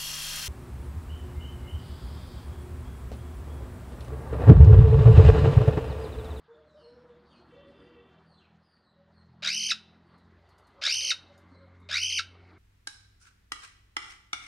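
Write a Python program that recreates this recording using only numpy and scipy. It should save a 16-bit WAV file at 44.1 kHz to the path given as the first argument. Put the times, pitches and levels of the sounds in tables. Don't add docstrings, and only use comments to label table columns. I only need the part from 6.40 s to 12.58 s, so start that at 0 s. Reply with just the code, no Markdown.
import sys
import numpy as np
from scipy import signal
from scipy.fft import rfft, irfft
from scipy.io import wavfile

SR = 44100
rng = np.random.default_rng(int(sys.argv[2]) if len(sys.argv) > 2 else 0)


def inscribe(sig):
    pcm = np.round(np.clip(np.atleast_2d(sig).T, -1, 1) * 32767)
    wavfile.write(sys.argv[1], SR, pcm.astype(np.int16))


N = 272538
TIME = np.arange(N) / SR


def from_db(db):
    return 10 ** (np.asarray(db) / 20)


def rms_one(x):
    return x / np.sqrt(np.mean(x ** 2) + 1e-20)


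def curves(rows, t=TIME):
    s, *columns = np.transpose(rows)
    return [np.interp(t, s, c) for c in columns]


def at_hz(points, hz):
    f, value = np.transpose(points)
    return np.interp(np.log(np.maximum(hz, 1)), np.log(f), value)


def band(x, low_hz, high_hz):
    edges_hz = [low_hz, min(high_hz, .45 * SR)]
    return signal.sosfilt(signal.butter(2, edges_hz, "band", fs=SR, output="sos"), x)


def drift(rate_hz, size=N, count=8):
    r = np.exp(-2 * np.pi * rate_hz * count / SR)
    noise = rng.standard_normal((size + SR) // count)
    slow = signal.lfilter([1], [1, -2 * r, r * r], noise)
    slow = slow[-(size // count + 2):]
    return np.interp(np.arange(size) / count, np.arange(len(slow)), rms_one(slow))


def colour(x, points, size=2048):
    gain = from_db(at_hz(points, np.arange(size // 2 + 1) * SR / size))
    cepstrum = irfft(np.log(gain))
    cepstrum[1:size // 2] *= 2
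    cepstrum[size // 2 + 1:] = 0
    return signal.fftconvolve(x, irfft(np.exp(rfft(cepstrum))))[:N]


def phase_of(hz):
    return 2 * np.pi * np.cumsum(hz) / SR


def partials(phase, orders, flutter_db, flutter_hz):
    total = 0
    for order, db in orders:
        level = from_db(db + flutter_db * drift(flutter_hz))
        total = total + level * np.sin(round(order) * phase + rng.uniform(0, 2 * np.pi))
    return rms_one(total)


def held(start_s, length_s, fade_db_per_s):
    outside_s = np.maximum(np.abs(TIME - start_s - length_s / 2) - length_s / 2, 0)
    return from_db(-fade_db_per_s * outside_s)


def settle(t, first, last, time_s):
    return last + (first - last) * np.exp(-t / time_s)


def add(out, start_s, sound):
    i = max(round(start_s * SR), 0)
    out[i:i + len(sound)] += sound[:N - i]


# (frequency [Hz], relative level [dB])
TRAFFIC_SPECTRUM = [(25, -16), (70, 0), (130, -2.5), (250, -8), (380, -2.5), (520, -5.5), (630, -3.5),
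                    (850, -4), (1350, -4), (1900, -11), (2400, -19), (4400, -20), (5500, -30.5),
                    (14000, -52.5)]
# (time [s], level [dB])
TRAFFIC_LEVEL = [(0.0, -75), (1.2, -69), (1.74, -72), (2.25, -77.5), (2.56, -78.5), (2.79, -74.5),
                 (3.34, -76), (3.6, -73), (4.35, -69), (4.72, -69.5), (5.08, -70), (5.42, -71.5),
                 (5.63, -77.5), (5.82, -74.5), (6.02, -67), (6.18, -69)]


def traffic(gain_db=4.5, patchy_db=3.0, low_patchy_db=3.5):
    wash, edges_hz = 0, np.geomspace(25, 16000, 19)
    for low_hz, high_hz in zip(edges_hz, edges_hz[1:]):
        wander_db = low_patchy_db if high_hz < 1000 else patchy_db
        wash = wash + band(rng.standard_normal(N), low_hz, high_hz) * from_db(wander_db * drift(10.7))
    wash = colour(wash, TRAFFIC_SPECTRUM)
    level = from_db(curves(TRAFFIC_LEVEL)[0] + gain_db)
    return level * wash / np.std(band(wash, 700, 2200))


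WHINE_START_HZ, WHINE_RISE_HZ_PER_S, WHINE_TOP_HZ = 1586, 100, 2180
WHINE_START_DB, WHINE_RISE_DB_PER_S = -91.5, 3.5


def whine(width_hz=110):
    phase = phase_of(np.minimum(WHINE_START_HZ + WHINE_RISE_HZ_PER_S * TIME, WHINE_TOP_HZ))
    breath = drift(width_hz) * np.cos(phase) + drift(width_hz) * np.sin(phase)
    return from_db(WHINE_START_DB + WHINE_RISE_DB_PER_S * TIME) * breath


FIRING_START_HZ, FIRING_RISE_HZ_PER_S, FIRING_TOP_HZ = 38.73, 1.2, 44.8
# (time [s], level [dB])
BOOM_LEVEL = [(0.0, -81.5), (2.19, -70), (2.44, -85), (2.82, -62), (3.08, -70), (3.84, -67.5),
              (3.94, -60.5), (4.42, -74), (4.58, -59), (4.68, -66.5), (5.58, -52), (6.18, -58)]
# (time [s], drone level [dB], rattle level [dB])
ENGINE_LEVELS = [(0.0, -72, -82.5), (0.27, -72.5, -68.5), (0.7, -66, -63.5), (1.46, -64.5, -55.5),
                 (1.53, -69.5, -58.5), (1.99, -60, -73), (2.05, -74, -80), (2.15, -59.5, -77),
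                 (2.32, -75.5, -76), (3.05, -53, -73), (3.54, -64, -66), (3.89, -60, -69.5),
                 (4.11, -77, -78.5), (5.39, -63.5, -58.5), (5.56, -67, -71.5), (6.18, -67, -56.5)]
# (multiple of the firing rate [1], relative level [dB])
DRONE_ORDERS = [(3, -5), (4, 1), (5, -2)]
# (multiple of the firing rate [1], relative level [dB])
RATTLE_ORDERS = [(6, 2.5), (7, -1.5), (8, -1.5), (9, -1), (10, -9)]


def engine(unsteady=0.0032, boom_gain_db=-.5, drone_gain_db=-1.0, rattle_gain_db=-4.0):
    drone_db, rattle_db = curves(ENGINE_LEVELS)
    firing_hz = np.minimum(FIRING_START_HZ + FIRING_RISE_HZ_PER_S * TIME, FIRING_TOP_HZ)
    phase = phase_of(firing_hz * (1 + unsteady * drift(29)))
    boom = from_db(curves(BOOM_LEVEL)[0] + boom_gain_db) * rms_one(np.sin(2 * phase))
    drone = partials(phase, DRONE_ORDERS, flutter_db=3.0, flutter_hz=8.8)
    rattle = partials(phase, RATTLE_ORDERS, flutter_db=6, flutter_hz=15)
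    return boom + from_db(drone_db + drone_gain_db) * drone + from_db(rattle_db + rattle_gain_db) * rattle


def whistles(notes, overtone_db, quaver, quaver_hz):
    out = np.zeros(N)
    for start_s, length_s, first_hz, middle_hz, last_hz, db in notes:
        u = np.linspace(0, 1, int(length_s * SR))
        glide_hz = np.polyval(np.polyfit([0, .5, 1], [first_hz, middle_hz, last_hz], 2), u)
        phase = phase_of(glide_hz * (1 + quaver * drift(quaver_hz, len(u))))
        swell = np.sqrt(2 * np.abs(np.sin(np.pi * u)))
        add(out, start_s, from_db(db) * swell * (np.sin(phase) + from_db(overtone_db) * np.sin(2 * phase)))
    return out


COO_RISE, COO_FALL = 0.06, 0.055
# (time [s], length [s], top pitch [Hz], level [dB])
COO_NOTES = [(.08, 0.066, 469.7, -54.5), (.13, 0.16, 617, -63), (.34, 0.068, 607, -55.5),
             (.41, 0.332, 493, -55.5), (1.12, 0.031, 492, -55), (1.15, 0.14, 570.3, -57),
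             (1.35, 0.31, 484.4, -63.5), (2.56, 0.11, 573, -67), (4.36, 0.065, 558, -62),
             (4.61, 0.082, 580, -62.5), (4.89, 0.043, 574, -60.5), (5.17, 0.074, 546.5, -60.5)]


def cooing():
    return [(s, length, hz * (1 - COO_RISE), hz, hz * (1 - COO_FALL), db) for s, length, hz, db in COO_NOTES]


# (time [s], length [s], start pitch [Hz], share of the pitch lost [0-1], level [dB])
TWITTER_NOTES = [(.1, 0.076, 3567, .06, -74), (0.242, 0.14, 4180, 0.13, -75.5),
                 (0.314, 0.25, 5370, .04, -78.5), (.36, 0.15, 4740, .17, -68),
                 (0.363, .07, 3200, .14, -68.5), (0.469, .16, 5450, 0, -81), (0.655, .12, 3900, .18, -80.5),
                 (.86, .14, 4720, 0.12, -68.5), (.89, 0.066, 3910, 0.41, -67),
                 (1.34, .14, 4795, 0.02, -73.5), (1.85, 0.16, 4750, 0.2, -68.5),
                 (1.96, 0.093, 3860, 0.43, -69), (2.22, 0.06, 5090, 0.06, -74),
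                 (2.27, 0.1, 4740, 0.05, -69.5), (2.417, .11, 4260, .1, -73.5),
                 (2.73, .09, 4540, 0.11, -71.5), (3.62, 0.22, 4900, 0.25, -77),
                 (4.03, 0.089, 4900, 0.14, -75.5), (4.2, 0.084, 4700, .19, -74.5),
                 (5.1, 0.11, 4415, 0.12, -71.5), (5.38, 0.087, 3850, 0.06, -76)]


def twitters():
    notes = []
    for s, length, hz, fall, db in TWITTER_NOTES:
        notes.append((s, length, hz, hz * np.sqrt(abs(1 - fall)), hz * (1 - fall), db))
    return notes


def flock(mean_db=-83, count=28):
    notes = []
    for when, length, height, strength in rng.random((count, 4)):
        hz = 3400 + 2000 * height
        length_s, db = 0.043 + 0.037 * length, mean_db + 6 * (strength - .5)
        notes.append((when * N / SR, length_s, hz, 0.36 * hz, .82 * hz, db))
    return notes


HUM_FADE_DB_PER_S = 70
# (time [s], length [s], pitch [Hz], level [dB])
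HUM_SPELLS = [(.23, 1.4, 73, -71.5), (3.88, .45, 62.1, -72), (5, 1.18, 62.8, -75.5)]


def deep_hum(waver_db=-0.4):
    tones = 0
    for s, length, hz, db in HUM_SPELLS:
        tone = rms_one(np.sin(2 * np.pi * hz * TIME))
        tones = tones + from_db(db) * held(s, length, HUM_FADE_DB_PER_S) * tone
    return from_db(waver_db * drift(6.9)) * tones


HORN_HZ, HORN_FADE_DB_PER_S = 388, 353
# (multiple of its pitch [1], relative level [dB])
HORN_HARMONICS = [(1, 3), (3, -4), (4, -9), (5, 0), (6, -3.5), (7, 0), (8, 2), (9, -1)]
# (time [s], length [s], level [dB])
HORN_TOOTS = [(1.103, 0.15, -66), (1.343, 0.21, -66.5), (1.56, 0.18, -71)]


def horn():
    level = sum(from_db(db) * held(s, length, HORN_FADE_DB_PER_S) for s, length, db in HORN_TOOTS)
    phase = phase_of(HORN_HZ * (1 + 0.018 * drift(113)))
    return level * partials(phase, HORN_HARMONICS, flutter_db=1.5, flutter_hz=6.9)


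SCREECH_S, ONSET_S, DROP_AT_S = 0.316, 0.022, 0.283
START_HZ, RASP_HZ, TOP_HZ, END_HZ = 618.4, 1600, 3128, 1325
CLIMB_AT_S, CLIMB_WIDTH_S, DROP_HZ_PER_S = 0.079, 0.021, 90000
WARBLES_PER_S, WARBLE_SLOWING_PER_S2 = 72.2, 42
WARBLE_DEPTH_HZ, WARBLE_STOP_S = 902, 0.007
THROB_START, THROB_HELD, THROB_SETTLE_S = 1.29, 0.42, 0.046
ROUGH_START, ROUGH_HELD, ROUGH_SETTLE_S = 0.82, 0.13, 0.032
DROP_ROUGHENING_PER_S = 7
# (time after its start [s], level before its gain [dB])
EFFORT_LEVEL = [(0, -37), (.026, -22), (.052, -21.5), (.1, -25.5), (.2, -27), (.265, -27), (.285, -23.5),
                (.303, -24), (.316, -42)]


def screech_controls(t):
    onset = np.minimum(t / ONSET_S, 1) ** 2
    dropping_s = np.maximum(t - DROP_AT_S, 0)
    climb_hz = RASP_HZ + (TOP_HZ - RASP_HZ) / (1 + np.exp((CLIMB_AT_S - t) / CLIMB_WIDTH_S))
    crest_hz = START_HZ + onset * (np.maximum(climb_hz - DROP_HZ_PER_S * dropping_s, END_HZ) - START_HZ)
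    warbling = onset * np.exp(-dropping_s / WARBLE_STOP_S)
    rate_hz = WARBLES_PER_S - WARBLE_SLOWING_PER_S2 * t
    throb = warbling * settle(t, THROB_START, THROB_HELD, THROB_SETTLE_S)
    rough = settle(t, ROUGH_START, ROUGH_HELD, ROUGH_SETTLE_S) + DROP_ROUGHENING_PER_S * dropping_s
    return crest_hz, warbling * WARBLE_DEPTH_HZ, rate_hz, throb, rough, curves(EFFORT_LEVEL, t)[0]


def screech(stretch, fundamental_db, swing, arch=1.9, lean=.6, lead=1.2, jitter=.13, rasp=0.4,
            uneven=.24, shimmer_db=2.25, slope_db=-1.5, count=8):
    t = np.arange(int(SCREECH_S * stretch * SR)) / SR
    crest_hz, depth_hz, rate_hz, throb, rough, level_db = screech_controls(t / stretch)
    warble = phase_of(rate_hz / stretch) + lead
    closing = (1 - np.cos(warble - lean * (1 + np.cos(warble)) / 2)) / 2
    dip_hz = swing * depth_hz * closing ** arch * (1 + uneven * drift(40, len(t)))
    pitch_hz = (crest_hz - dip_hz) * (1 + jitter * rough * drift(630, len(t)))
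    phase = phase_of(pitch_hz)
    tone = 0
    for k in range(1, count + 1):
        level = from_db(slope_db * k + fundamental_db * (k == 1))
        tone = tone + level * (k * pitch_hz < SR / 2) * np.sin(k * phase)
    air = rng.standard_normal(len(t)) * (1 + np.cos(phase))
    effort = from_db(level_db + shimmer_db * drift(140, len(t)))
    effort = effort * (1 - np.clip(throb, 0, 1) * closing)
    opening = np.interp(crest_hz, [2100, 2950], [0, 1])
    return effort * (tone * np.sqrt(1 - np.clip(rough, 0, .95)) + rasp * rough * air), opening


# (time [s], stretch [factor], gain [dB], fundamental against overtones [dB], warble depth [factor])
SCREECH_CALLS = [(3.0225, .98, 0, -1, 1.07), (4.414, 1.006, 1.35, -2, 1.14),
                 (5.489, 1.016, -1.5, 3.5, 0.95)]
# (frequency [Hz], gain [dB])
HALF_OPEN_THROAT = [(350, -33), (570, -5), (950, -22.5), (1450, 1.5), (1830, -11.5), (2300, 4), (3400, -4),
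                    (3800, 8), (4250, -1), (4650, 3.5), (6300, -6.5), (7400, -15), (10000, -23.5),
                    (14000, -36)]
# (frequency [Hz], gain [dB])
WIDE_OPEN_THROAT = [(500, -17.5), (1000, -18), (1830, -15.5), (2500, -2), (3000, 0), (3450, -4.5),
                    (4650, 4.5), (6100, 0.5), (6800, -18), (7900, -26), (8900, -7), (10000, -31.5),
                    (11400, -18), (13000, -38)]
# (delay [s], gain [factor])
NEAR_ECHOES = [(.0019, 0.096), (.0046, 0.1), (.0083, .2), (0.0126, 0.25)]


def parakeet():
    half, wide = np.zeros((2, N))
    for start_s, stretch, gain_db, fundamental_db, swing in SCREECH_CALLS:
        sound, opening = screech(stretch, fundamental_db, swing)
        add(half, start_s, from_db(gain_db) * sound * (1 - opening))
        add(wide, start_s, from_db(gain_db) * sound * opening)
    voice = colour(half, HALF_OPEN_THROAT) + colour(wide, WIDE_OPEN_THROAT)
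    return voice + sum(gain * np.interp(TIME - delay, TIME, voice) for delay, gain in NEAR_ECHOES)


# (time [s], level [dB])
CLAW_TICKS = [(3.78, -64.5), (4.09, -58.5), (4.182, -55), (4.27, -57), (4.978, -53), (5.001, -66.5),
              (5.40, -65)]
# (frequency [Hz], mean relative level [dB], decay by 60 dB [s])
WIRE_MODES = [(3666, -7, 0.17), (4900, -1.5, 0.094), (6060, -8, 0.13), (6800, -2, 0.037),
              (7930, -16, 0.061), (9140, -7, 0.12), (10800, -17, 0.049), (12060, -19, 0.04)]


def claws(scratch_db=-1, scratch_t60=0.11):
    out, t = np.zeros(N), TIME[:SR // 4]
    for start_s, db in CLAW_TICKS:
        ring = 0
        for hz, mode_db, t60 in WIRE_MODES:
            strength_db = mode_db + rng.normal(0, 3.5)
            ring = ring + from_db(strength_db - 60 * t / t60) * np.sin(2 * np.pi * hz * t)
        scratch = band(rng.standard_normal(len(t)), 3500, 12000) * from_db(scratch_db - 60 * t / scratch_t60)
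        add(out, start_s, from_db(db - 13) * (from_db(-4.5) * ring + scratch))
    return out


# (frequency [Hz], decay by 60 dB [s])
ROOM_DECAY = [(300, 1), (2000, 0.44), (4500, 0.62), (7000, 0.097), (13000, 0.43)]


def room(x, early_t60, late_db):
    t, edges_hz = TIME[:SR], np.geomspace(100, 16000, 9)
    early = rng.standard_normal(SR) * from_db(-60 * t / early_t60)
    late = 0
    for low_hz, high_hz in zip(edges_hz, edges_hz[1:]):
        t60 = at_hz(ROOM_DECAY, np.sqrt(low_hz * high_hz))
        late = late + band(rng.standard_normal(SR), low_hz, high_hz) * from_db(-60 * t / t60)
    response = (early + from_db(late_db) * late) * np.clip(t / 0.0068, 0, 1)
    return signal.fftconvolve(x, response / np.sqrt(np.sum(response ** 2)))[:N]


def scene():
    outside = traffic() + whine() + engine() + deep_hum()
    coos = whistles(cooing(), overtone_db=-18, quaver=0.014, quaver_hz=39.5)
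    far = whistles(twitters() + flock(), overtone_db=-20, quaver=.027, quaver_hz=113) + horn()
    near = parakeet() + claws()
    inside = coos + from_db(-6) * room(coos, early_t60=0.034, late_db=-4.0)
    inside += from_db(-9.5) * far + from_db(-2.5) * room(far, early_t60=0.094, late_db=3.0)
    inside += near + from_db(-10.5) * room(near, early_t60=0.16, late_db=-17)
    return np.tile(outside + inside, (2, 1))


def record(dry):
    return signal.sosfilt(signal.ellip(12, .1, 80, 14300, fs=SR, output="sos"), dry)


dry = scene()
out = record(dry)
inscribe(out)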